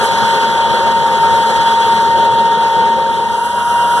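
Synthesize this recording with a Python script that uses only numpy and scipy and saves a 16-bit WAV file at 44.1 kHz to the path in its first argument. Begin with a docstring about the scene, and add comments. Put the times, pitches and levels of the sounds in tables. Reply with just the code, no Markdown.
"""Tractor and seed planter on a dry field

The planter draws away, its fan singing one strong blade tone over rushing air, the diesel's drone and
the hiss of soil. Wind puffs on the microphone. Near the end the sound dissolves into a second, closer
pass with a slightly higher fan; the two tones beat while they overlap."""
import sys
import numpy as np
from scipy import signal
from scipy.fft import rfft, irfft
from scipy.io import wavfile
from scipy.ndimage import uniform_filter1d

SR = 44100
rng = np.random.default_rng(int(sys.argv[2]) if len(sys.argv) > 2 else 0)


def to_wav(s):
    """Save 16-bit WAV."""
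    ch = np.atleast_2d(s).T  # columns
    pcm = np.round(np.clip(ch, -1, 1) * 32767)  # PCM
    wavfile.write(sys.argv[1], SR, pcm.astype(np.int16))


N = 176400
T = np.arange(N) / SR
HZ = np.fft.rfftfreq(N, 1 / SR)


def amp(db):
    """dB to gain."""
    return 10 ** (np.asarray(db) / 20)


def unit(x):
    """Scale to rms 1."""
    return x / np.sqrt(np.mean(x ** 2) + 1e-20)


def at_hz(points, hz):
    """Interpolate a spectrum on a log-frequency axis."""
    f, value = np.transpose(points)
    return np.interp(np.log(hz + 1), np.log(f), value)


def at_time(rows, t):
    """Interpolate each column of a timeline."""
    times, *columns = np.transpose(rows)
    return [np.interp(t, times, column) for column in columns]


def wander(rate_hz):
    """Smooth random drift, rms 1, rolled off above rate_hz."""
    rolloff = np.sqrt((1 + HZ / 8) * (1 + (HZ / rate_hz) ** 6))
    return unit(irfft(rfft(rng.standard_normal(N)) * (HZ > .4) / rolloff, N))


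def fan(timeline, harmonics_db, side_step_rad, waver_hz=1.32, flutter_hz=35, drift_rad=.6):
    """Blade harmonics flutter in turbulent air, each from its own drifting direction; mid, side."""
    blade_hz, level_db = at_time(timeline, T)
    phase = 2 * np.pi * np.cumsum(blade_hz + waver_hz * wander(flutter_hz)) / SR
    tone = 0
    for k, db in enumerate(harmonics_db, 1):
        flutter_db = (0.96 if k == 1 else 3) * wander(flutter_hz)
        side_rad = side_step_rad * (k - 1) + drift_rad * wander(4)
        gain = amp(level_db + db) * unit(amp(flutter_db))
        tone = tone + gain * np.cos([k * phase, k * phase + side_rad])
    return np.sqrt(2) * tone


def rush(spectrum, band_levels=None, patch_db=1.3, lump_db=2.8, flicker_db=0.78, gust_hz=26):
    """Turbulent noise in drifting patches over a lumpy rumble, ringing in the housing; mid, side."""
    # centres of the bands in band_levels: f/Hz
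    bands_hz = [520, 1300, 3400, 8000]
    # fan housing and air hose resonances: f/Hz, width/Hz, lift/dB
    resonances = [(417, 22, 2.5), (540, 49, 2), (1426, 60, 3), (3384, 60, 4)]
    t = np.arange(N // 256 + 5) * 256 / SR
    hz = np.fft.rfftfreq(1024, 1 / SR)
    patches = uniform_filter1d(rng.standard_normal((len(t), len(hz))), size=7, axis=0)
    field_db = patch_db * unit(uniform_filter1d(patches, size=12, axis=1))
    field_db += lump_db * np.outer(np.interp(t, T, wander(10)), hz < 110)
    field_db += flicker_db * np.outer(np.interp(t, T, wander(gust_hz)), hz > 4970)
    if band_levels:
        for level_db, band in zip(at_time(band_levels, t), np.eye(len(bands_hz))):
            field_db += np.outer(level_db, at_hz(list(zip(bands_hz, band)), hz))
    real, imag = rng.standard_normal((2, 2, len(hz), len(t)))
    _, noise = signal.istft((real + 1j * imag) * amp(field_db.T), nperseg=1024, noverlap=768)
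    swell_db = 0.81 * wander(gust_hz)
    turbulence = unit(noise[:, :N]) * amp(swell_db)
    ring_db = sum(db / (1 + (2 * (HZ - centre) / width) ** 2) for centre, width, db in resonances)
    return irfft(rfft(turbulence) * amp(at_hz(spectrum, HZ) + ring_db), N) * np.sqrt(SR / 2)


def diesel(waver=0.0062, waver_rate_hz=5.8, side_gain=0.18):
    """Engine drone of wavering low lines; mid, side."""
    # a beating pair and weaker lines: f/Hz, level/dB
    lines = [(88, -41), (221.5, -39), (226.1, -35.5), (533, -43)]
    drone = 0
    for hz, db in lines:
        line_hz = hz * (1 + waver * wander(waver_rate_hz))
        drone = drone + amp(db) * np.cos(2 * np.pi * np.cumsum(line_hz) / SR)
    return np.sqrt(2) * np.array([drone, side_gain * drone])


def departing_pass():
    """Fan, rush and diesel of the machine drawing off; mid, side."""
    # blade tone: t/s, f/Hz, level/dB
    blade_tone = [(0, 921.4, -14.5), (.4, 919, -13), (1.0, 922, -12), (1.17, 921, -12.5),
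                  (1.23, 918, -10.5), (1.4, 921, -10), (1.5, 919, -13.5), (1.58, 922.4, -10.5),
                  (2.1, 921, -10.6), (2.42, 923.6, -10), (2.6, 921, -11.5), (2.72, 917, -10.5),
                  (2.88, 920, -10.8), (2.98, 922.6, -13), (3.42, 920.3, -12), (3.65, 921, -20)]
    # air, engine and soil noise: f/Hz, density/(dB per Hz)
    spectrum = [(25, -65), (55, -55.5), (100, -52), (180, -52), (295, -59.5), (420, -48.5), (540, -46.5),
                (650, -56), (870, -46), (1080, -53), (1480, -51.5), (1800, -57.5), (2600, -63),
                (3100, -57.5), (3380, -55), (3580, -64.5), (4300, -61.5), (4900, -67.5), (5500, -71.5),
                (7300, -70.5), (9000, -81), (11200, -72.5), (12000, -84.5)]
    # receding noise: t/s, growl/dB, rush/dB, rasp/dB, hiss/dB
    band_levels = [(0, 1.5, 2.5, 2.5, 5.5), (.3, 1.5, 2.5, 4, 3.5), (.85, 0.5, 0.5, 0, -1),
                   (1.3, 1, 1, 0, 2.5), (1.7, -1.5, 1, 1.5, 1.5), (2.0, 0, -1, -.5, 1.5),
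                   (2.35, 1, -1, -1.5, -2), (2.7, -.5, -2.5, -1.5, -3), (3.0, 0, -3.5, -3, -5),
                   (3.5, -1.5, -6, -2, 0)]
    harmonics_db = [-0.5, -24, -29, -29.5, -44, -47, -47.5]
    return fan(blade_tone, harmonics_db, side_step_rad=2.7) + rush(spectrum, band_levels) + diesel()


def swells(rows):
    """Envelope of short Gaussian swells."""
    return sum(amp(db) * np.exp(-2 * ((T - at_s) / length_s) ** 2) for at_s, length_s, db in rows)


def soil(grains_per_s=2500, grit_db=-53, size_spread_db=5.5):
    """Dry grains tick on the openers, now and then in a dense spurt; mid, side."""
    # spurts: t/s, length/s, level/dB
    spurts = [(0.05, 0.037, -29.5), (2.02, 0.023, -43), (3.12, .05, -46), (3.455, 0.031, -33)]
    # grain spectrum: f/Hz, gain/dB
    colour = [(2000, -17), (4500, -6), (7500, 6), (11500, 7), (13000, -18)]
    sizes = amp(size_spread_db * np.minimum(rng.exponential(1, N), 4))
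    strikes = rng.random(N) < grains_per_s / SR
    grains = unit(rng.standard_normal((2, N)) * sizes * strikes)
    impacts = amp(grit_db) * grains + swells(spurts) * rng.standard_normal((2, N))
    return irfft(rfft(impacts) * unit(amp(at_hz(colour, HZ))), N)


def wind():
    """Low puffs of wind on the microphone; mid, side."""
    # puffs: t/s, length/s, level/dB
    puffs = [(1.05, .03, -33), (1.33, 0.055, -27), (1.6, 0.045, -26), (2.18, .04, -31), (2.8, .05, -36),
             (3.12, .06, -30), (3.9, .04, -32)]
    # puff spectrum: f/Hz, gain/dB
    colour = [(20, -12), (50, 2), (100, 1), (160, -6), (400, -52), (1000, -89)]
    rumble = irfft(rfft(rng.standard_normal((2, N))) * amp(at_hz(colour, HZ)), N)
    return swells(puffs) * unit(rumble)


def close_pass():
    """Slightly higher fan and its rush, close by; mid, side."""
    # blade tone: t/s, f/Hz, level/dB
    blade_tone = [(3.1, 945.7, -16), (3.22, 947, -13.5), (3.3, 946.5, -14), (3.42, 945.3, -14.5),
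                  (3.5, 947, -15), (3.7, 942.6, -13), (3.82, 944.4, -13), (4, 943, -14)]
    # air, engine and soil noise: f/Hz, density/(dB per Hz)
    spectrum = [(25, -67), (80, -50.5), (150, -55), (225, -53.5), (310, -64), (470, -52.5), (640, -54.5),
                (1020, -49.5), (1150, -53.5), (1440, -48), (1850, -63.5), (2500, -68.5), (3100, -58.5),
                (3700, -66.5), (5000, -71), (9000, -73), (10800, -69), (12000, -74)]
    harmonics_db = [1.5, -23, -18.5, -44, -38, -49]
    return fan(blade_tone, harmonics_db, side_step_rad=1.7) + rush(spectrum)


def stereo(mid, side, swing_period_hz=2345, swing_floor=0.013, max_coherence=0.58):
    """Mid, side to left, right; above the lows the width swings with frequency."""
    # width in the lows: f/Hz, side minus mid/dB
    low_width = [(40, 25.5), (100, 10.5), (200, -0.5), (300, 0.5), (420, -10.5), (540, -18.5), (680, -9.5),
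                 (920, -21.5), (1150, -44)]
    # width swing: f/Hz, steepness
    steepness = [(1200, 1.17), (3500, 2.27), (6000, 1.26), (9000, 0.51), (12000, 0.3)]
    # balance: f/Hz, left minus right/dB
    balance = [(60, -1), (110, 1.5), (200, 4.5), (350, 4.5), (640, -0.5), (920, 0.24), (1500, -3),
               (2300, 0), (3700, 1), (5400, 1), (7000, -.5), (11500, -2.5)]
    angle = 2 * np.pi * HZ / swing_period_hz
    comb = (1 + np.cos(angle) + swing_floor) / (1 - np.cos(angle) + swing_floor)
    swing = comb ** (at_hz(steepness, HZ) / 2)
    width = np.where(HZ < swing_period_hz / 2, amp(at_hz(low_width, HZ)), swing)
    coherence = max_coherence * np.sin(angle)
    mid_bins = rfft(mid)
    # the side partly follows the mid, a quarter cycle apart
    side_bins = width * (np.sqrt(1 - coherence ** 2) * rfft(side) - 1j * coherence * mid_bins)
    lean = amp(at_hz(balance, HZ) / 2)
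    left_right = np.array([(mid_bins + side_bins) * lean, (mid_bins - side_bins) / lean])
    return irfft(left_right / np.sqrt(1 + width ** 2), N)


def scene(dissolve_at_s=2.966, dissolve_s=0.87):
    """The departing pass dissolves into the close one, with soil and wind over both."""
    blend = np.clip((T - dissolve_at_s) / dissolve_s, 0, 1)
    machine = (1 - blend) * departing_pass() + blend * close_pass()
    return stereo(*(machine + soil() + wind()))


def record(dry, knee=.7, ceiling=.92, cutoff_hz=11950):
    """Soft clip, then low-pass."""
    linear = np.clip(dry, -knee, knee)
    rounded = linear + (ceiling - knee) * np.tanh((dry - linear) / (ceiling - knee))
    lowpass = signal.firwin(511, cutoff_hz, window=("kaiser", 9), fs=SR)
    return signal.oaconvolve(rounded, lowpass[None], "same")


dry = scene()
out = record(dry)
to_wav(out)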